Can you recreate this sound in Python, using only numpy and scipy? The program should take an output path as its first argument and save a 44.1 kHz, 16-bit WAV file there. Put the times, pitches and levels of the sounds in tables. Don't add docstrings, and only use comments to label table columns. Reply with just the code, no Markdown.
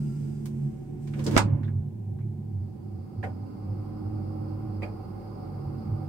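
import sys
import numpy as np
from scipy import signal
from scipy.fft import rfft, irfft, next_fast_len
from scipy.io import wavfile

SR = 44100
rng = np.random.default_rng(int(sys.argv[2]) if len(sys.argv) > 2 else 0)


def unload_audio(sound):
    columns = np.transpose(np.atleast_2d(sound))
    steps = np.round(np.clip(columns, -1, 1) * 32767)
    wavfile.write(sys.argv[1], SR, steps.astype(np.int16))


N = 268348
T = np.arange(N) / SR
THUD_S = 1.365
SHORT = SR // 3
SIDES = np.array([[1], [-1]])


def from_db(db):
    return 10 ** (np.asarray(db) / 20)


def rms_one(x):
    return x / np.sqrt(np.mean(x ** 2) + 1e-20)


def in_time(rows):
    times, *columns = np.transpose(rows)
    return [np.interp(T, times, column) for column in columns]


def at_hz(table, hz, column=1):
    table = np.array(table)
    return np.interp(np.log(hz + 1e-6), np.log(table[:, 0]), table[:, column])


def add(out, start, sound):
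    i = int(start * SR)
    out[:, i:i + sound.shape[1]] += sound[:, :N - i]


def hump_db(hz, centre_hz, octaves):
    return -24 * np.log10(1 + (np.log2((hz + 1) / centre_hz) / octaves) ** 2)


def box_db(hz):
    # f/Hz, width/Hz, lift/dB
    waves = [(119, 42, 7), (197.4, 20, 9.5), (249.5, 5, 7), (324, 19, 5), (359.8, 4.3, 8), (445, 26, 6.5),
             (524, 26, 5), (585, 34, 7), (740.5, 23, 11), (830, 9.1, 5.5), (838, 59, 4.5), (913, 24, 9.5),
             (1018, 31, 10.5), (1086, 17, 7.5), (1212, 31, 5.5), (1455, 20, 8), (1673, 59, 5.5),
             (1830, 8.7, 5), (2160, 23, 4.5), (2260, 40, 4.5), (2490, 8.7, 6.5), (3180, 17, -1.5),
             (4600, 80, 0), (5050, 33, 7.5)]
    return sum(lift_db / (1 + (2 * (hz - centre) / width) ** 2) for centre, width, lift_db in waves)


def noise(colour_db, size=N):
    # f/Hz, side over mid/dB
    spread = [(40, -17), (140, -30), (220, -2), (300, 0.5), (500, -4), (800, -3), (1500, 0), (16000, 0.5)]
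    length = next_fast_len(size)
    hz = np.fft.rfftfreq(length, 1 / SR)
    mid, side = np.exp(2j * np.pi * rng.random((2, len(hz))))
    width = from_db(at_hz(spread, hz))
    gain = from_db(colour_db(hz) + box_db(hz)) * (hz > 27) / np.hypot(1, width)
    return rms_one(irfft(gain * (mid + width * side * SIDES), length)[:, :size])


def shaped(spectrum, size=N):
    return noise(lambda hz: at_hz(spectrum, hz), size)


def resonant(centre_hz, width_hz):
    slow_rate_hz = 1000
    hz = np.fft.fftfreq(8192, 1 / slow_rate_hz)
    slow = np.fft.ifft(np.exp(2j * np.pi * rng.random(len(hz))) / (1 + (hz / width_hz) ** 2))
    envelope = np.interp(T, np.arange(len(hz)) / slow_rate_hz, slow)
    return envelope / np.sqrt(np.mean(abs(envelope) ** 2)) * np.exp(2j * np.pi * centre_hz * T)


def wobble(rate_hz):
    return rms_one(resonant(0, rate_hz).real)


def thin_tones(table):
    return sum(from_db(level_db) * rms_one(np.array([resonant(hz, width_hz).real for ear in range(2)]))
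               for hz, width_hz, level_db in table)


def ring(start, hz, t60):
    age = np.clip(T - start, 0, 2 * t60)
    return np.sin(2 * np.pi * hz * age) * from_db(-60 * age / t60)


def burst_shape(t60, rise_s, size=SHORT):
    age = T[:size]
    return (1 - np.exp(-age / rise_s)) * from_db(-60 * age / t60)


def burst(centre_hz, octaves, t60, rise_s):
    return noise(lambda hz: hump_db(hz, centre_hz, octaves), SHORT) * burst_shape(t60, rise_s)


def dense_ringing(table, rise_s, size=SHORT):
    spectrum = rfft(shaped(table, size))
    bands = np.round(2 * np.log2(np.fft.rfftfreq(size, 1 / SR) + 20))
    out = np.zeros((2, size))
    for band in np.unique(bands):
        t60 = at_hz(table, 2 ** (band / 2), column=2)
        out += irfft(spectrum * (bands == band), size) * burst_shape(t60, rise_s, size)
    return out


def background():
    # f/Hz, relative level/dB
    open_colour = [(30, -26), (75, -6), (180, -5), (265, -5.5), (365, -3.5), (460, -24), (620, -29),
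                   (780, -28), (1050, -38.5), (2500, -42.5), (4000, -53.5), (16000, -60.5)]
    shut_colour = [(30, -18), (80, -6.5), (130, -4), (180, 0.5), (270, -7), (365, -3), (470, -21.5),
                   (650, -27), (770, -23), (1150, -41.5), (2200, -42.5), (3500, -49.5), (6500, -62.5),
                   (9000, -50), (16000, -67)]
    # t/s, level/dB
    hiss_level = [(.04, -62), (.25, -62.5), (.4, -65.5), (.7, -69), (.99, -75), (1.03, -65), (1.36, -62.5),
                  (1.45, -87.5)]
    # f/Hz, relative level/dB
    hiss_colour = [(1000, -8.5), (2800, -2.5), (3800, -7.5), (5500, -2.5), (7000, -2), (8400, 3),
                   (10000, -4.5), (16000, -8.5)]
    # f/Hz, width/Hz, level/dB
    whistles = [(1375, 25, -70.5), (2790, 30, -80), (4915, 18, -71)]
    # t/s, gain/dB
    whistle_fade = [(.1, 0), (.36, -5), (.48, -19), (1.3, -28), (1.45, -50.5)]
    # f/Hz, level/dB, start/s, end/s
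    tones = [(49.6, -52.5, -5, 1.9), (49, -53.5, 3.5, 7), (761, -65, 0.53, 1.5), (772, -63, 1.95, 2.25)]
    tone_fade_s, waver_db = .14, 1.1
    shut = np.clip((T - THUD_S) / 0.15, 0, 1)
    out = (1 - shut) * from_db(-41) * shaped(open_colour) + shut * from_db(-43.5) * shaped(shut_colour)
    out += from_db(in_time(hiss_level)[0]) * shaped(hiss_colour)
    out += from_db(in_time(whistle_fade)[0]) * thin_tones(whistles)
    for hz, level_db, start, end in tones:
        fade = np.clip(np.minimum(T - start, end - T) / tone_fade_s, 0, 1)
        waver = wobble(rate_hz=9.7)
        tone = rms_one(np.sin(2 * np.pi * hz * T + .5 * waver))
        out += from_db(level_db + waver_db * waver) * fade * tone
    return out


def compressor_drone():
    # f/Hz, width/Hz, side over mid/dB
    resonances = [(99.8, 4, -29.5), (111.4, 3.4, -28), (141.65, 2.4, -31.5), (218.8, 2.8, -11.5)]
    # t/s, level/dB
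    deep = [(0.97, -51), (1.54, -23), (1.58, -31), (1.81, -27.5), (1.85, -40.5), (2.25, -26.5), (2.38, -42),
            (2.61, -30), (2.76, -46.5), (3.0, -35), (3.12, -54.5), (3.19, -31.5), (3.46, -39.5),
            (3.49, -50), (3.7, -32), (4.0, -42.5), (4.07, -31.5), (4.27, -37), (4.84, -35), (4.88, -41),
            (5.52, -42.5), (5.68, -29.5), (5.75, -43), (5.94, -28), (5.99, -43), (6.08, -34)]
    middle = [(0.0, -29.5), (0.52, -36.5), (0.66, -27), (0.73, -44), (1.34, -28.5), (1.4, -48), (1.54, -24),
              (1.59, -37.5), (1.88, -33), (1.93, -52.5), (2.22, -38), (2.73, -50), (3.64, -55),
              (3.67, -46.5), (4.54, -42.5), (5.1, -61.5), (5.69, -36.5), (6.08, -38)]
    upper = [(0.0, -37), (0.39, -42), (0.69, -35.5), (0.81, -55), (1.35, -33), (1.42, -43), (3.57, -54),
             (4.1, -43.5), (5.47, -52.5), (5.84, -42.5), (6.08, -48.5)]
    deep_db, middle_db, upper_db = (in_time(curve)[0] for curve in (deep, middle, upper))
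    levels_db = (deep_db, deep_db - 10, middle_db, upper_db)
    out = np.zeros((2, N))
    for (hz, width_hz, side_db), level_db in zip(resonances, levels_db):
        swing = resonant(hz, width_hz)
        mid = rms_one(swing.real / np.hypot(abs(swing), .4))
        side = from_db(side_db) * rms_one(resonant(hz, width_hz).real)
        out += from_db(level_db) * (mid + side * SIDES)
    return out


def fan():
    # t/s, speed/(turns per s), lower blade tone/dB, upper blade tone/dB
    run_up = [(1.7, 8, -91.5, -95), (2.5, 31.5, -66, -70), (3.0, 37.8, -54, -60), (3.4, 41.6, -48.5, -53.5),
              (3.8, 43.7, -55.5, -47), (4.2, 44.6, -53, -42.5), (4.7, 45.2, -61, -43.5),
              (5.15, 45.3, -70, -54.5), (6.08, 45.8, -63, -48)]
    # f/Hz, relative level/dB
    air_colour = [(150, -9), (320, 8), (420, -1.5), (560, -1), (660, -15.5), (780, -1), (920, -13),
                  (1300, -8.5), (1700, -27), (2200, -26.5), (3500, -35.5), (5800, -56), (9000, -34),
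                  (16000, -33)]
    # f/Hz, width/Hz, level at full speed/dB
    whines = [(769, 6.4, -55), (2109, 37, -79), (2730, 58, -81.5), (4630, 25, -78.5), (5000, 28, -77.5)]
    turns_per_s, lower_db, upper_db = in_time(run_up)
    speed = turns_per_s / turns_per_s.max()
    angle = 2 * np.pi * np.cumsum(turns_per_s) / SR
    waver = from_db(wobble(rate_hz=5))
    ear_phase = [[0], [1.3]]
    blades = sum(from_db(level_db) * rms_one(waver * np.sin(cycles_per_turn * angle + ear_phase))
                 for cycles_per_turn, level_db in ((6, lower_db), (7, upper_db)))
    air = from_db(-45) * shaped(air_colour)
    flutter = from_db(1.4 * wobble(rate_hz=9))
    duct = from_db(-71.5) * flutter * noise(lambda hz: hump_db(hz, centre_hz=4670, octaves=0.17))
    return speed ** 6.8 * air + speed ** 4.6 * duct + speed ** 4.2 * thin_tones(whines) + blades


def ticks():
    # t/s, level/dB, f/Hz, width/octaves
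    slips = [(0.456, -43, 7000, 6.5), (1.073, -52, 2350, 1.3), (1.136, -45.5, 1850, 0.64),
             (1.191, -46.5, 2400, 1.1), (1.24, -42, 7400, .8), (1.264, -33.5, 4500, 0.75),
             (1.311, -42.5, 3030, 2.8), (1.412, -35, 1080, .25), (1.632, -49.5, 1650, 0.56),
             (1.646, -58.5, 3600, 0.16), (1.678, -50.5, 1560, 0.44), (2.187, -60, 1400, 0.7),
             (2.208, -63, 2230, .12)]
    out = np.zeros((2, N))
    for start, level_db, centre_hz, octaves in slips:
        add(out, start, from_db(level_db) * burst(centre_hz, octaves, t60=.12, rise_s=0.0004))
    return out


def snaps():
    # t/s, level/dB, snap f/Hz, width/octaves, ring f/Hz, ring gain/dB, lining gain/dB
    fittings = [(3.228, -37, 1890, 0.26, 772, 2.5, 4), (4.819, -39.5, 2240, 0.21, 2430, -1, 6.5)]
    # f/Hz, relative level/dB, t60/s
    lining_colour = [(100, -4.5, 0.18), (300, -3, 0.24), (520, 1, 0.3), (1000, -11.5, 0.29),
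                     (2000, -17.5, 0.25), (3940, -25, 0.14), (4700, -23.5, .11), (5400, -34, 0.21),
                     (9000, -31.5, 0.19), (16000, -39, 0.24)]
    slip_gap_s, overtone_ratio = .0095, 1.92
    out = np.zeros((2, N))
    for start, level_db, snap_hz, octaves, ring_hz, ring_db, lining_db in fittings:
        first, second = (burst(snap_hz, octaves, t60=0.097, rise_s=0.0018) for slip in range(2))
        lining = from_db(lining_db) * dense_ringing(lining_colour, rise_s=0.0065)
        ringing = 0
        for hz, db in ((ring_hz, ring_db), (ring_hz * overtone_ratio, ring_db - 10)):
            t60 = 0.21 * np.sqrt(1000 / hz)
            ringing += from_db(db) * burst(hz, octaves=0.026, t60=t60, rise_s=.001)
        add(out, start, from_db(level_db) * (first + lining))
        add(out, start + slip_gap_s, from_db(level_db) * (from_db(0.5) * second + ringing))
    return out


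def racks():
    # t/s, clatter level/dB, crack level/dB, treble cutoff/Hz
    jolts = [(1.365, -24.5, -10.5, 4340), (1.3734, -24, -22, 16000), (1.3764, -20, -13, 11900),
             (1.3797, -21.5, -15.5, 12000)]
    # f/Hz, relative level/dB, t60/s
    colour = [(60.6, -5.5, 0.62), (254, -1, 0.2), (477, -5, 0.16), (796, -3, 0.14), (1300, -4, 0.15),
              (2230, -4, 0.093), (3300, -11.5, 0.16), (5500, -9, .115), (8460, -12.5, 0.13),
              (11000, -17.5, 0.095), (16000, -18.5, 0.1)]
    # f/Hz, relative level/dB, t60/s
    tones = [(560, -17, 0.8), (802, -5, .15), (878, -3, .15), (955, -2, 0.12), (1130, -5, .18),
             (1162, -3, .16), (1245, -4, 0.13), (1320, -4, 0.15), (1457, -6, 0.16), (1646, -5, 0.1),
             (2060, -4.5, .11), (2208, -6, .1), (2400, -8, 0.14), (2690, -12.5, 0.12)]
    out = np.zeros((2, N))
    for start, clatter_db, crack_db, cutoff_hz in jolts:
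        crack = from_db(crack_db) * shaped(colour, SHORT) * burst_shape(t60=0.022, rise_s=0.000059)
        clatter = from_db(clatter_db) * dense_ringing(colour, rise_s=0.00052)
        contact = signal.butter(2, cutoff_hz, fs=SR, output="sos")
        add(out, start, signal.sosfilt(contact, crack + clatter))
    last_jolt_s = jolts[-1][0]
    for hz, level_db, t60 in tones:
        arrivals = last_jolt_s + rng.uniform(0, 0.00093, 2)
        out += from_db(level_db - 24.5) * np.array([ring(start, hz, t60) for start in arrivals])
    return out


def door():
    # t/s, level/dB
    rub_level = [(1.0, -81), (1.12, -54), (1.2, -36), (1.25, -41.5), (1.275, -26), (1.3, -32),
                 (1.32, -30.5), (1.36, -24.5), (1.39, -61), (1.42, -100)]
    # f/Hz, relative level/dB
    rub_colour = [(35, -8), (130, -11.5), (340, 1), (450, -10), (800, -22), (1500, -24.5), (2600, -30.5),
                  (5000, -35), (8500, -37.5), (16000, -44.5)]
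    # f/Hz, level/dB, t60/s, delay at the right ear/s
    panel = [(106, -26, .16, 0.0065), (304, -5.5, 0.028, .001), (640, -12, 0.014, 0.00022),
             (1330, -10.5, 0.013, 0.0017), (1740, -16.5, 0.005, 0.0063)]
    # f/Hz, relative level/dB, t60/s
    cabinet = [(35, -9, .7), (80, -8, 1), (120, -6, 1), (300, 6.5, 1), (418, -13.5, 1), (900, -17.5, 1),
               (1500, -24, 0.82), (2800, -30, 0.76), (4000, -47.5, .4), (16000, -55.5, .3)]
    rub = from_db(in_time(rub_level)[0]) * shaped(rub_colour)
    blow = racks()
    for hz, level_db, t60, delay in panel:
        blow -= from_db(level_db) * np.array([ring(THUD_S, hz, t60), ring(THUD_S + delay, hz, t60)])
    add(blow, THUD_S, from_db(-27) * dense_ringing(cabinet, rise_s=0.0075, size=SR))
    return rub + blow * from_db(-1 * SIDES)


def scene():
    mix = compressor_drone() + background() + fan() + door() + ticks() + snaps()
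    return mix * from_db(-1.29 * SIDES)


def record(dry):
    # f/Hz, gain/dB
    microphone = [(25, 1.5), (45, 0.5), (8800, -0.5), (9600, -4.5), (16000, -3.5)]
    length = next_fast_len(N + SR)
    response = from_db(at_hz(microphone, np.fft.rfftfreq(length, 1 / SR)))
    hiss = from_db(-74) * rng.standard_normal((2, N))
    heard = irfft(rfft(dry, length) * response, length)[:, :N] + hiss
    ceiling, fade_s, cutoff_hz = .95, .004, 15750
    rounded = heard / (1 + (heard / ceiling) ** 8) ** (1 / 8)
    soft_ends = np.clip(np.minimum(T, T[-1] - T) / fade_s, 0, 1)
    low_pass = signal.ellip(12, .1, 90, cutoff_hz, fs=SR, output="sos")
    return signal.sosfilt(low_pass, rounded * soft_ends)


dry = scene()
out = record(dry)
unload_audio(out)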